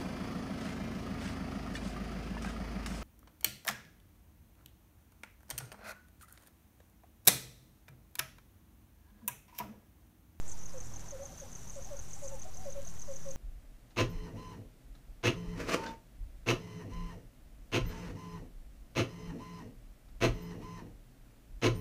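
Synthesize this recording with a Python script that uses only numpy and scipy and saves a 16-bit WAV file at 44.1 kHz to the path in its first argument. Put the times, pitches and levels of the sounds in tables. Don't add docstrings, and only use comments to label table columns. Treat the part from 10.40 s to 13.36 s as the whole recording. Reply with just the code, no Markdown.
import sys
import numpy as np
from scipy import signal
from scipy.fft import rfft, irfft
from scipy.io import wavfile

SR = 44100
rng = np.random.default_rng(int(sys.argv[2]) if len(sys.argv) > 2 else 0)


def voltage_ratio(decibels):
    exponent = np.asarray(decibels, float) / 20
    return 10 ** exponent


def wrap_up_sound(samples):
    columns = np.atleast_2d(samples).T
    tamed = np.clip(columns, -1, 1)
    steps = np.round(tamed * 32767).astype(np.int16)
    wavfile.write(sys.argv[1], SR, steps)


N = 130536


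def unit(x):
    return x / np.sqrt(np.mean(x ** 2) + 1e-20)


def drift(rate_hz):
    r = np.exp(-80 * np.pi * rate_hz / SR)
    noise = rng.standard_normal(N // 40 + 2002)
    slow = signal.lfilter([1], [1, -2 * r, r * r], noise)[2000:]
    return np.interp(np.arange(N) / 40, np.arange(len(slow)), unit(slow))


def curve(rows):
    return np.interp(np.arange(N) / SR, *np.transpose(rows))


def bands(spectrum, low_hz, top_hz, shared_db, own_db, rate, count):
    hz = np.fft.rfftfreq(N, 1 / SR) + 1
    f, db = np.transpose(spectrum)
    colour = voltage_ratio(np.interp(np.log(hz), np.log(f), db, left=-90, right=-90))
    shaped = rfft(rng.standard_normal(N)) * colour
    place = count * np.log(hz / low_hz) / np.log(top_hz / low_hz)
    together = drift(rate / 4)
    total = 0
    for k in range(count + 1):
        band = irfft(shaped * np.clip(1 - abs(place - k), 0, 1), N)
        total = total + band * voltage_ratio(shared_db * together + own_db * drift(rate))
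    return unit(total)


def ring(strikes, hz, t60):
    r, w = voltage_ratio(-60 / (t60 * SR)), 2 * np.pi * hz / SR
    return signal.lfilter([0, np.sin(w)], [1, -2 * r * np.cos(w), r * r], strikes + 1e-18)


def add(out, s, length, db, hz, rise, fall, octave_db=-80, notch=0):
    notch_hz, notch_width_hz = 6275, 45
    t = np.arange(int(length * SR)) / SR
    pitch = hz(t / length)
    edge = np.sin(np.pi / 2 * np.clip(np.minimum(t / rise, (length - t) / fall), 0, 1)) ** 2
    edge = edge * (1 - notch * np.exp(-((pitch - notch_hz) / notch_width_hz) ** 2))
    phase = 2 * np.pi * np.cumsum(pitch) / SR
    tone = np.sin(phase) + voltage_ratio(octave_db) * edge * np.sin(2 * phase)
    i = int(s * SR)
    out[i:i + len(t)] += voltage_ratio(db) * np.sqrt(2) * edge * tone


def scattered(x, db, t60):
    t = np.arange(SR // 4) / SR
    tail = rng.standard_normal(len(t)) * voltage_ratio(-60 * t / t60) * (t > .009)
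    return x + voltage_ratio(db) * signal.fftconvolve(x, tail / np.linalg.norm(tail))[:len(x)]


# f/Hz, level/dB
CHORUS_COLOUR = [(2820, -49), (4600, -53), (5250, -15), (5930, 4.5), (6280, 1), (7450, -10.5), (8330, -28),
                 (9500, -23), (12400, -24), (20900, -120)]
# t/s, level/dB
CHORUS_SWELL = [
    (0.0, -58),
    (0.41, -53.5),
    (0.81, -58),
    (1.27, -55.5),
    (1.56, -55),
    (1.94, -57.5),
    (2.25, -55),
    (2.36, -60.5),
    (2.62, -54),
    (2.96, -54.5),
]


def chorus():
    shimmer_db, strokes_db, strokes_per_s, ring_s = -60, -67, 500, .0045
    vigour = curve(CHORUS_SWELL) - np.mean(curve(CHORUS_SWELL))
    sizes = voltage_ratio(4 * np.minimum(rng.exponential(1, N), 3))
    sizes = sizes * (rng.random(N) < strokes_per_s * voltage_ratio(3 * drift(14)) / SR)
    singer = rng.integers(0, 16, N)
    strokes = 0
    for k, hz in enumerate(np.geomspace(4900, 9000, 16)):
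        song = ring(ring(sizes * (singer == k), hz, ring_s), hz, ring_s)
        strokes = strokes + voltage_ratio(-16 * abs(np.log2(hz / 6500))) * song
    shimmer = bands(CHORUS_COLOUR, 4460, 11400, shared_db=2, own_db=2.6, rate=70, count=8)
    return voltage_ratio(strokes_db + 1.5 * vigour) * unit(strokes) + voltage_ratio(shimmer_db + .5 * vigour) * shimmer


# f/Hz, level/dB
AIR_COLOUR = [(22, -3), (42, -1.5), (65, -6.5), (95, -6), (145, -11.5), (185, -10.5), (280, -21),
              (900, -26.5), (3000, -31.5), (15000, -37.5)]


def air_noise():
    colour = AIR_COLOUR + [(16000, AIR_COLOUR[-1][1])]
    return voltage_ratio(-52.5) * bands(colour, 20, 16000, shared_db=.4, own_db=.8, rate=12, count=14)


# t/s, level/dB
ROAD_LEVEL = [
    (0.0, -60.5),
    (0.72, -60),
    (1.12, -63),
    (2.18, -63.5),
    (2.37, -64),
    (2.96, -62.5),
]
# f/Hz, level/dB
ROAD_COLOUR = [(250, -4.5), (700, -5), (1000, -7), (2200, -17)]


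def road():
    return voltage_ratio(curve(ROAD_LEVEL)) * bands(ROAD_COLOUR, 250, 2200, shared_db=.6, own_db=2, rate=12, count=6)


# multiple of firing rate, level/dB
MOTOR_TONES = [(1, -58), (2, -61), (3, -61), (4, -62), (6, -73), (7, -78.5)]


def motor():
    firing_hz, waver_hz = 40.83, 6.7
    r = np.exp(-np.pi * waver_hz / SR)
    out = 0
    for k, db in MOTOR_TONES:
        a = [1, -2 * r * np.cos(2 * np.pi * k * firing_hz / SR), r * r]
        noise = rng.standard_normal(N + SR)
        tone = signal.lfilter([1], a, signal.lfilter([1, 0, -1], a, noise))[SR:]
        out = out + voltage_ratio(db) * unit(tone)
    return out


# f/Hz, level/dB
WHINE_TONES = [(9800, -87), (9860, -87)]


def whine():
    t = np.arange(N) / SR
    return sum(voltage_ratio(db + 2 + 2 * drift(3)) * np.sin(2 * np.pi * hz * t) for hz, db in WHINE_TONES)


# t/s, level/dB
RUSTLE_LEVEL = [(0, -82), (.085, -56), (.2, -70), (.4, -69), (.55, -72), (.66, -76), (.9, -72), (1.1, -69),
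                (1.3, -61.5), (1.45, -74), (1.62, -67), (1.8, -59), (2, -68), (2.2, -68), (2.5, -68),
                (2.65, -67), (2.8, -76), (2.96, -69)]
# f/Hz, level/dB
RUSTLE_COLOUR = [(6300, 4), (7300, 3), (8300, -4), (10500, -10.5)]


def leaves():
    return voltage_ratio(curve(RUSTLE_LEVEL)) * bands(RUSTLE_COLOUR, 6300, 12000, shared_db=4, own_db=-.5, rate=60, count=5)


# t/s, peak level/dB, f/Hz
MAIN_TICKS = [(0.0034, -47, 7050), (0.08, -40.5, 7100), (0.0864, -41.5, 7730), (0.1795, -47, 7100),
              (0.3343, -44.5, 6800), (0.4594, -44, 7260), (0.5948, -43, 7100), (0.7911, -65, 6860),
              (1.118, -46, 7060), (1.2336, -47, 6900), (1.3554, -43.5, 6850), (1.4875, -53, 6890),
              (1.614, -49, 7310), (1.7254, -47, 7200), (1.787, -68, 6900), (1.8823, -42, 7500),
              (1.9115, -54, 7200), (1.944, -52, 6840), (2.0323, -45.5, 7200), (2.4184, -46, 7060),
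              (2.4877, -45, 7150), (2.539, -47.5, 7040), (2.7137, -48, 7100), (2.7944, -50, 7240),
              (2.9053, -47, 7240)]
# t/s, peak level/dB, f/Hz
LOWER_TICKS = [
    (0.1411, -53, 5000),
    (0.295, -48.5, 5300),
    (1.848, -50, 5070),
    (2.137, -51, 5080),
    (2.225, -54, 4900),
    (2.487, -55, 5240),
]
# t/s, peak level/dB, f/Hz
HIGHER_TICKS = [(0.454, -56, 8300), (.6429, -55, 7750), (.6629, -49, 7530), (.839, -47, 7030),
                (1.0465, -57, 8750), (1.245, -59, 8600), (1.3194, -52, 8450), (1.3733, -55, 8300),
                (1.9435, -53, 8500), (1.984, -55, 9000), (2.505, -54, 9000), (2.6065, -46, 7010)]


def ticks():
    tick_s, glide_hz = .0018, 1500
    out = np.zeros(N + SR)
    for s, db, hz in MAIN_TICKS + LOWER_TICKS + HIGHER_TICKS:
        add(out, s + .00036, tick_s, db, lambda u: .948 * hz + glide_hz * (.5 - u),
            rise=.2 * tick_s, fall=.9 * tick_s)
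    return scattered(out[:N], -2, t60=.04)


# closing stroke t/s, lead of opening stroke/s, opening level/dB, closing level/dB
CRICKET_CHIRPS = [(0.1142, 0.0234, -45.1, -42.8), (0.256, 0.0241, -46.0, -43.8),
                  (0.4021, 0.0241, -45.9, -43.5), (0.5602, 0.0239, -45.4, -43.1),
                  (0.7068, 0.0241, -46.9, -43.1), (0.8537, 0.0249, -46.9, -43.2),
                  (0.9995, 0.024, -46.4, -43.3), (1.1504, 0.0243, -45.9, -42.8),
                  (1.2963, 0.0241, -46.8, -43.1), (1.4458, 0.0234, -46.2, -44.6),
                  (1.5905, 0.0245, -45.8, -42.5), (1.7311, 0.0241, -47.3, -43.3),
                  (1.8762, 0.0239, -45.8, -42.9), (2.0171, 0.0238, -45.8, -43.1),
                  (2.1718, 0.0307, -46.7, -46.5), (2.3227, 0.0227, -45.7, -44.7),
                  (2.4716, 0.0231, -46.7, -43.3), (2.6168, 0.0242, -44.9, -43.0),
                  (2.7591, 0.0248, -46.0, -42.9), (2.9076, 0.0241, -45.6, -43.1)]


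def cricket():
    open_s, close_s, hesitant_lead_s = .0098, .0112, .028
    open_hz, close_hz, end_hz = 6640, 6690, 5950
    open_rise_s, close_rise_s, fall_s, open_early_s = .0045, .0012, .0012, .0013
    stroke_db, notch_depth = -1.5, .85
    out = np.zeros(N + SR)
    tunings = 1 + .003 * rng.standard_normal((len(CRICKET_CHIRPS), 2))
    for (s, lead, open_db, close_db), (open_tune, close_tune) in zip(CRICKET_CHIRPS, tunings):
        add(out, s - lead - open_early_s, open_s, open_db + stroke_db,
            lambda u: open_tune * (open_hz + (end_hz - open_hz) * u),
            open_rise_s, fall_s, notch=.6 * notch_depth)
        late = lead > hesitant_lead_s
        top_hz = open_hz if late else close_hz
        add(out, s - late * .003, open_s if late else close_s, close_db + stroke_db,
            lambda u: close_tune * (top_hz + (end_hz - top_hz) * u),
            close_rise_s, fall_s, notch=notch_depth)
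    return scattered(out[:N], -15, t60=.12)


# delay t/s, level/dB
CALL_ECHOES = [
    (.034, -15),
    (.056, -21),
]


def across_scrub(calls):
    calls[:N] *= voltage_ratio(.4 * drift(45))
    echoes = sum(voltage_ratio(db) * np.roll(calls, int(s * SR)) for s, db in CALL_ECHOES)
    return scattered(calls + echoes, -17, t60=.2)[:N]


# t/s, length/s, level/dB, top f/Hz, place of the top 0-1
YIP_CALLS = [(0.114, 0.041, -61.5, 939, 1), (0.809, 0.044, -60, 802, 1), (.89, 0.028, -57, 779, 0.66),
             (1.03, 0.029, -60.5, 830, 0.3), (1.391, 0.028, -61.5, 712, 0.76),
             (1.46, 0.039, -58, 819, 0.98), (1.759, 0.022, -57.5, 803, 0.75),
             (1.893, 0.087, -58.5, 892, 0.45), (2.028, 0.073, -56, 758, 0.67), (2.149, .13, -58, 768, 0.52),
             (2.461, 0.0193, -57, 688, 0.2), (1.557, 0.014, -60, 884, 0.8), (1.558, 0.044, -67, 1420, 0.6),
             (1.26, 0.021, -65, 950, 0.85), (.4, 0.027, -63, 844, 0.58), (.55, 0.035, -64.5, 796, .4),
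             (0.632, 0.031, -62, 966, 0.76), (1.821, 0.029, -63, 857, 0.7)]


def yips():
    bend_hz_per_s2 = 54100
    out = np.zeros(N + SR)
    for s, length, db, top_hz, place in YIP_CALLS:
        bend = bend_hz_per_s2 * (.0802 / length) ** .59
        add(out, s, length, db, lambda u: top_hz - bend * (length * (u - place)) ** 2,
            rise=.26 * length, fall=.071 * length)
    return across_scrub(out)


# t/s, length/s, level/dB, first f/Hz, last f/Hz
OWL_TOOTS = [(0.327, 0.068, -48, 533, 489), (0.711, 0.062, -45, 557, 508), (0.783, 0.064, -44.5, 511, 563),
             (0.913, 0.029, -51, 567, 520), (1.005, 0.041, -48, 568, 503), (1.348, 0.059, -46, 563, 523),
             (1.497, 0.061, -44.5, 588, 530), (1.812, 0.072, -44.5, 559.5, 530),
             (1.905, 0.056, -45.5, 538, 522), (2.036, 0.044, -53, 608, 620),
             (2.244, 0.061, -42.5, 565, 526), (2.344, 0.068, -43.5, 542, 550),
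             (2.672, 0.065, -42.5, 542.5, 533), (2.847, 0.07, -43, 535, 536)]


def owl():
    onset_hz, onset_s = 80, .016
    out = np.zeros(N + SR)
    wobble = 1 + .003 * drift(46)
    for s, length, db, first_hz, last_hz in OWL_TOOTS:
        def pitch(u):
            glide = first_hz + (last_hz - first_hz) * u
            sharp_start = onset_hz * np.exp(-u * length / onset_s)
            return wobble[int(s * SR):][:len(u)] * (glide + sharp_start)
        add(out, s, length, db, pitch, rise=.026, fall=.014, octave_db=-25)
    return across_scrub(out)


# t/s, peak level/dB
TWIG_SNAPS = [
    (.5952, -50.0),
    (1.1298, -52.0),
    (2.0330, -46.0),
    (2.4813, -48.0),
]


def twigs():
    s, db = np.transpose(TWIG_SNAPS)
    clicks = np.zeros(N)
    clicks[(s * SR).astype(int)] = voltage_ratio(db)
    wood = signal.butter(2, [1200, 5000], "band", fs=SR, output="sos")
    return scattered(signal.sosfilt(wood, 7.1 * clicks + 1e-18), -2, t60=.04)


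def scene():
    background = chorus() + air_noise() + road() + motor() + whine() + leaves()
    return (background + ticks() + cricket() + yips() + owl() + twigs())[None]


def top_cut(x):
    return signal.sosfilt(signal.butter(12, 15310, fs=SR, output="sos"), x)


def record(dry):
    cutoff_hz, offset_start, offset_end, settle_s = 15400, .07, -.03, 1.1
    cut = signal.sosfilt(signal.cheby2(22, 60, cutoff_hz, fs=SR, output="sos"), dry)
    offset = offset_end + offset_start * np.exp(-np.arange(N) / SR / settle_s)
    return top_cut(cut + offset)


dry = scene()
out = record(dry)
wrap_up_sound(out)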